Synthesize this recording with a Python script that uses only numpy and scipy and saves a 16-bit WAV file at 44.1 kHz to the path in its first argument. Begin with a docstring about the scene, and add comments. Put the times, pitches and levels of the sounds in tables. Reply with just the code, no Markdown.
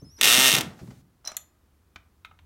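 """Impact driver on a metal wall box

A cordless driver whines, hammers a screw home for under half a second and runs down, then is pulled
away with dull bumps. A steel screwdriver clinks twice off the box, the driver's plastic body knocks,
and dry taps follow as the tools are put down: each hit is a noise crack over ringing modes.
Heard close up in a small bare masonry room with a low rumble."""
import sys
import numpy as np
from scipy import signal
from scipy.fft import rfft, irfft, next_fast_len
from scipy.io import wavfile
from scipy.ndimage import uniform_filter1d

SR = 44100
rng = np.random.default_rng(int(sys.argv[2]) if len(sys.argv) > 2 else 0)


def pcm_store(signal):
    """Save signal as 16-bit PCM."""
    levels = np.round(np.clip(np.atleast_2d(signal), -1, 1) * 32767)
    wavfile.write(sys.argv[1], SR, levels.astype(np.int16).T)


N = 108045

# hammer speed at full run: t/s, blow rate/Hz
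BLOW_RATE = [(.2445, 100.6), (.289, 113.9), (.402, 131.8), (.474, 132.4), (.499, 111.8), (.564, 66.3),
             (.57, 60)]
# low modes of the wall: f/Hz, level/dB, t60/s
WALL_MODES = [(117, -15.5, 0.065), (200, -3.5, 0.07), (260.8, -7.5, 0.078), (350, -11, 0.084)]
# colour of a steel contact crack: f/Hz, level/dB
STEEL_CRACK = [(60, -44), (1000, -7.5), (3500, 0.5), (5000, -15.5), (6800, 4.5), (9000, 1), (11500, -4.5),
               (13500, -5), (16000, -6)]


def hammer():
    """The hammer crashes on the anvil and rebounds, thumping the wall; the loose bit chatters."""
    # strength of the blows: t/s, level/dB
    effort = [(.24, 0), (.3, 0), (.4, -1), (.47, -0.5), (.52, -2), (.57, -5)]
    # lone blows as the hammer catches and runs down: t/s, level/dB
    stray_blows = [(0.2112, 0.5), (0.2269, -4.5), (0.2317, -.5), (0.241, -1), (0.5461, -4), (0.575, -9),
                   (0.5833, -5.5), (0.5998, -21), (0.6081, -8)]
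    # colour of one crash: f/Hz, level/dB
    crash_colour = [(40, -43), (170, -20.5), (620, -11.5), (1050, -15.5), (1300, -3.5), (1680, -10.5),
                    (2300, -3.5), (2800, -4), (3500, -1.5), (4950, -9), (5450, -3.5), (7400, -10.5),
                    (8600, -5), (10000, -13), (12000, -10.5), (15800, -18)]
    # modes of anvil and bit: f/Hz, level/dB, t60/s
    anvil_modes = [(1866, -6, 0.046), (2200, -10, 0.046), (2770, 1, 0.021), (3385, -5.5, 0.023),
                   (3785, -5.5, 0.018), (3970, -8, 0.026), (4340, -12.5, .025), (5500, -11, 0.01),
                   (6244, -11.5, 0.035), (8430, -8.5, .012)]
    rise_s, jitter_s, scatter_db = .0012, .00004, .8
    crash_db, rebound_db, anvil_db, wall_db = -12.4, -7, -18, -42.5
    repeat_share = .74  # part of the crash's power that is alike on every blow
    count, running = blow_count()
    times = np.interp(np.arange(int(count[-1]) + 1), count[running], np.flatnonzero(running) / SR)
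    times += jitter_s * rng.standard_normal(len(times))
    blow_db = np.interp(times, *np.array(effort).T) + scatter_db * rng.standard_normal(len(times))
    # one softer, uneven chatter after each full-run blow
    lag_s = rng.uniform(.003, .0065, len(times))
    chatter_db = blow_db - 6 + 3 * rng.standard_normal(len(times))
    chatter = play(times + lag_s, undb(chatter_db), burst(0, rise_s / 2, fall_s=.0013))
    stray_s, stray_db = np.array(stray_blows).T
    times, gains = np.r_[times, stray_s], undb(np.r_[blow_db, stray_db])
    rebound = undb(rebound_db) * burst(.0051, rise_s / 2, fall_s=.0023)
    envelope = burst(0, rise_s, fall_s=.0023) + rebound
    repeated = np.sqrt(repeat_share) * play(times, gains, flatten(envelope * white()))
    fresh = np.sqrt(1 - repeat_share) * play(times, gains, envelope) * white()
    body = undb(anvil_db) * ring(anvil_modes) + undb(wall_db) * ring(WALL_MODES)
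    crashes = colour(repeated + fresh + chatter * white(), crash_colour)
    return undb(crash_db) * crashes + play(times + rise_s / 2, gains, body)


def blow_count():
    """Running count of blows, and a gate that is open during the full run."""
    t = np.arange(N) / SR
    running = (t >= BLOW_RATE[0][0]) & (t <= BLOW_RATE[-1][0])
    return np.cumsum(curve(BLOW_RATE) * running) / SR, running


def housing_drone():
    """Steady hammering shakes the housing: clean harmonics that rise and swell with speed."""
    # housing harmonics: multiple of the blow rate, level/dB
    harmonics = [(1, -13.5), (2, -6), (3, -7.5), (4, -16), (5, -6), (6, -2), (7, -4)]
    top_speed_db, db_per_octave = -30.5, 30
    count, running = blow_count()
    rate = curve(BLOW_RATE)
    swell = running * undb(top_speed_db + db_per_octave * np.log2(rate / rate.max()))
    tone = sum(undb(db) * np.sin(2 * np.pi * (k * count + rng.random())) for k, db in harmonics)
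    return uniform_filter1d(swell, size=800) * tone


def jolts():
    """The driver kicks against the wall and sets it ringing."""
    # kicks: t/s, level/dB
    kicks = [(.378, -18), (.565, -26), (.628, -32)]
    times, db = np.array(kicks).T
    return play(times, undb(db), ring(WALL_MODES))


def motor():
    """The windings whine in steps until the motor spins; the gears grind and coast to rest."""
    # whine as the trigger is eased in: t/s, f/Hz, level/dB
    whine_steps = [(0, 5390, -60), (.016, 6130, -62.5), (0.046, 5160, -57.5), (0.099, 5500, -56),
                   (0.116, 5770, -56.5), (0.168, 5200, -51.5), (.18, 5830, -50)]
    # swell of the grind: t/s, level/dB
    gear_level = [(.17, -76), (.19, -48), (.205, -49.5), (.235, -34), (.48, -47), (.58, -27), (.62, -36),
                  (.66, -47), (.74, -57.5), (.81, -66), (.87, -120)]
    # colour of the grind: f/Hz, level/dB
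    gear_colour = [(80, -18), (140, -0.5), (280, 4), (600, -3.5), (1500, -6.5), (6000, -14.5), (15000, -35)]
    whine_end_s, octave_db, pitch_jitter = .21, -12.5, .004
    t = np.arange(N) / SR
    starts, hz, db = np.array(whine_steps).T
    step = np.searchsorted(starts, t, side="right") - 1
    phase = 2 * np.pi * np.cumsum(hz[step] * (1 + pitch_jitter * flutter(samples=60))) / SR
    tone = np.sin(phase) + undb(octave_db) * np.sin(2 * phase)
    whine = undb(db[step]) * (t < whine_end_s) * tone
    return whine + undb(curve(gear_level)) * colour(white(), gear_colour)


def shaft_clink():
    """The screwdriver's steel shaft touches twice, then rings brightly."""
    # contacts: t/s, ring/dB, crack/dB, crack fall/s, tilt/(dB per octave)
    contacts = [(1.2503, -38, -52, 0.003, -3), (1.258, -37.5, -46, 0.0019, -6.5),
                (1.2738, -23.5, -37.5, 0.0044, -3)]
    # shaft modes: f/Hz, level/dB, t60/s
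    modes = [(4062, -10, 0.091), (5260, 0.5, 0.023), (5900, 2, 0.014), (5710, 3, 0.016), (5980, -9, 0.077),
             (6430, -13.5, 0.05), (6848, -24.5, .06), (9250, -10, 0.025), (10900, -14, 0.021),
             (12400, -19, 0.04), (14700, -19, .048)]
    return hits(contacts, modes, STEEL_CRACK, rise_s=.0014)


def box_clink():
    """The metal box rings under the screwdriver: a graze, then a sharp hit."""
    # contacts: t/s, ring/dB, crack/dB, crack fall/s, tilt/(dB per octave)
    contacts = [(1.3168, -49, -38, 0.0042, -8), (1.3673, -28, -27.5, 0.0047, -0.5)]
    # box modes: f/Hz, level/dB, t60/s
    modes = [(1248, -23.5, 0.11), (3280, -7, 0.011), (4230, -5, 0.033), (6230, 1.5, 0.013),
             (7080, 6, 0.025), (7040, -20.5, 0.26), (11430, 5.5, 0.017), (11550, -4, 0.022)]
    return hits(contacts, modes, STEEL_CRACK, rise_s=.0007)


def casing_knock():
    """The driver's plastic body gives one quickly damped knock."""
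    # contact: t/s, ring/dB, crack/dB, crack fall/s, tilt/(dB per octave)
    contacts = [(1.9592, -43.5, -36, 0.0044, 0)]
    # casing modes: f/Hz, level/dB, t60/s
    modes = [(307, -12, 0.054), (1026, 1, 0.044), (1500, -1, 0.049), (2383, 6, 0.032), (2857, -16, 0.025),
             (3600, -10, 0.03)]
    # colour of the plastic crack: f/Hz, level/dB
    crack_colour = [(100, 1), (500, -9), (1100, 2), (2400, -3), (4000, -9), (6500, -13.5), (9000, -32),
                    (15000, -29)]
    return hits(contacts, modes, crack_colour, rise_s=.00029)


def taps():
    """The tools are put down with dry midrange taps."""
    # contacts: t/s, ring/dB, crack/dB, crack fall/s, tilt/(dB per octave)
    contacts = [(2.248, -43, -41.5, 0.0074, 1.5), (2.3125, -58, -49, 0.0056, -8.5),
                (2.3895, -81, -50.5, 0.0058, -0.5)]
    # modes of a tap: f/Hz, level/dB, t60/s
    modes = [(1026, -4.5, 0.047), (1293, 4, 0.053), (1610, -9.5, 0.053), (2126, 0.5, 0.047),
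             (2524, 8, 0.012), (3750, 3.5, 0.0096)]
    # colour of its crack: f/Hz, level/dB
    crack_colour = [(300, -35), (600, -7), (1150, 7.5), (2600, 2), (3900, 1.5), (4800, -18), (6500, -12),
                    (8000, -22), (15000, -23)]
    return hits(contacts, modes, crack_colour, rise_s=.00016)


def scrapes():
    """Steel drags briefly over box and brick."""
    # strokes: t/s, level/dB, fall/s
    strokes = [(.789, -50, 0.017), (.872, -56.5, 0.01), (.904, -53, 0.016), (1.2425, -53, 0.014),
               (1.259, -46, 0.0077), (1.275, -41.5, 0.01), (1.289, -47.5, 0.025), (1.341, -52, 0.012)]
    # scrape colour: f/Hz, level/dB
    spectrum = [(250, -11), (420, -9.5), (600, 4.5), (1000, -0.5), (2000, -3.5), (3500, -11.5),
                (6000, -11.5), (12000, -33)]
    return rubs(strokes, spectrum, rise_s=.0031, grain_db=1)


def bumps():
    """Tool and hand thud softly against the wall."""
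    # thuds: t/s, level/dB, fall/s
    thuds = [(.017, -39, 0.032), (.533, -22.5, 0.0089), (.575, -36, 0.083), (.64, -39, 0.033),
             (.812, -35, 0.034), (.875, -45, 0.085)]
    # bass-heavy thud colour: f/Hz, level/dB
    spectrum = [(30, -24.5), (80, -10.5), (130, 0.5), (180, -4), (260, -10), (380, -17), (600, -29),
                (2000, -48.5), (8000, -83.5)]
    return rubs(thuds, spectrum, rise_s=.0027, grain_db=-.7)


def room(x):
    """Dense reflections off bare walls; the treble dies first."""
    # decay by band: f/Hz, t60/s
    decay = [(150, 0.4), (600, 0.51), (2500, 0.27), (6000, 0.22), (14000, 0.27)]
    predelay_s, lowpass_hz = .0087, 8050
    t, hz = np.arange(SR) / SR, np.fft.rfftfreq(SR, 1 / SR)
    noise = rfft(rng.standard_normal(SR)) / np.hypot(1, hz / lowpass_hz)
    tail = np.zeros(SR)
    for band_hz, t60 in decay:
        band = by_hz([(f, float(f == band_hz)) for f, _ in decay], hz)
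        tail += irfft(noise * band, SR) * np.exp(-np.log(1000) * t / t60)
    tail *= t > predelay_s
    return signal.fftconvolve(x, tail / np.sqrt(np.sum(tail ** 2)))[:N]


def background():
    """Still air, a wavering low rumble and a faint hiss after the run."""
    # colour of the still air: f/Hz, level/dB
    air_colour = [(25, -16), (65, 1.5), (130, -7.5), (300, -10.5), (600, -22), (1200, -21), (2200, -29),
                  (8000, -34.5), (15000, -34)]
    # swell of the rumble: t/s, level/dB
    rumble_level = [(0, -56), (1, -70.5), (1.4, -69.5), (1.8, -70), (2, -60.5), (2.15, -69), (2.3, -62),
                    (2.45, -54.5)]
    # swell of the hiss: t/s, level/dB
    hiss_level = [(.7, -78), (.8, -62), (.92, -64.5), (1.01, -67.5), (1.04, -97)]
    air_db, rumble_hz, width_hz = -65, 73.4, 30
    detune = 2 * (np.fft.rfftfreq(N, 1 / SR) - rumble_hz) / width_hz
    rumble = undb(curve(rumble_level)) * unit(irfft(rfft(white()) / (1 + detune ** 2), N))
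    air = undb(air_db) * colour(white(), air_colour)
    hiss = undb(curve(hiss_level)) * colour(white(), [(7000, 2.5), (15000, -5)])
    return air + rumble + hiss


def hits(contacts, modes, crack_colour, rise_s):
    """Each contact cracks and rings the object's modes; its tilt sets the brightness."""
    out = np.zeros(N)
    pivot_hz = np.median([hz for hz, _, _ in modes])
    for start, ring_db, crack_db, fall_s, tilt in contacts:
        tone = ring([(hz, db + tilt * np.log2(hz / pivot_hz), t60) for hz, db, t60 in modes])
        attack = burst(0, rise_s, np.inf)[:len(tone)]
        out += play([start], undb(ring_db), tone * attack)
        spectrum = [(hz, db + tilt * np.log2(hz / pivot_hz)) for hz, db in crack_colour]
        out += undb(crack_db) * colour(burst(start, rise_s, fall_s) * white(), spectrum)
    return out


def rubs(contacts, spectrum, rise_s, grain_db):
    """Brief grainy noise bursts that die away."""
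    force = sum(undb(db) * burst(start, rise_s, fall_s) for start, db, fall_s in contacts)
    grain = unit(undb(grain_db * flutter(samples=80)))
    return colour(force * grain * white(), spectrum)


def ring(modes):
    """Decaying modes after one blow; each builds up over its first cycle."""
    t = np.arange(SR // 2) / SR
    out = np.zeros(len(t))
    for hz, db, t60 in modes:
        envelope = np.minimum(hz * t, 1) * np.exp(-np.log(1000) * t / t60)
        out += undb(db) * envelope * np.sin(2 * np.pi * (hz * t + rng.random()))
    return out


def burst(start, rise_s, fall_s):
    """Envelope: straight rise, exponential fall."""
    age = np.arange(N) / SR - start
    return np.clip(age / rise_s, 0, 1) * np.exp(-np.maximum(age - rise_s, 0) / fall_s)


def play(times, gains, sound):
    """Trigger a sound at the given times."""
    train = np.zeros(N)
    np.add.at(train, np.clip(np.asarray(times) * SR, 0, N - 1).astype(int), gains)
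    return signal.fftconvolve(train, sound)[:N]


def colour(x, points):
    """Minimum-phase EQ with unit power gain."""
    size = 2 * next_fast_len(N)
    gain = unit(undb(by_hz(points, np.fft.rfftfreq(size, 1 / SR))))
    cepstrum = irfft(np.log(gain))
    cepstrum[1:size // 2] *= 2
    cepstrum[size // 2 + 1:] = 0
    return irfft(rfft(x, size) * np.exp(rfft(cepstrum)))[:N]


def flatten(x, smooth_hz=400):
    """Even out the broad chance peaks in a noise burst's spectrum, keeping its energy."""
    spectrum = rfft(x)
    power = uniform_filter1d(np.abs(spectrum) ** 2, size=int(smooth_hz * N / SR))
    return irfft(spectrum * np.sqrt(power.mean() / power), N)


def white():
    """Noise of rms 1."""
    return rng.standard_normal(N)


def flutter(samples):
    """Smoothed noise of rms 1."""
    return unit(uniform_filter1d(white(), size=samples))


def curve(points):
    """A control joined by straight lines in time."""
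    return np.interp(np.arange(N) / SR, *np.array(points).T)


def by_hz(points, hz):
    """Read a table on a log-frequency axis."""
    f, values = np.array(points).T
    return np.interp(np.log(np.maximum(hz, 1)), np.log(f), values)


def undb(db):
    """Decibels to gain."""
    return 10 ** (np.asarray(db) / 20)


def unit(x):
    """Scale to rms 1."""
    return x / np.sqrt(np.mean(x ** 2))


def scene():
    """Driver and tools feed the room; bumps and background stay dry."""
    send_db = -15.5
    driver = hammer() + housing_drone() + jolts() + motor()
    tools = shaft_clink() + box_clink() + casing_knock() + taps() + scrapes()
    direct = driver + tools
    return (direct + bumps() + room(undb(send_db) * direct) + background())[None]


def record(dry):
    """A steep low-pass cuts the top at 16 kHz."""
    return signal.sosfilt(signal.ellip(10, .2, 80, 16000, fs=SR, output="sos"), dry)


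dry = scene()
out = record(dry)
pcm_store(out)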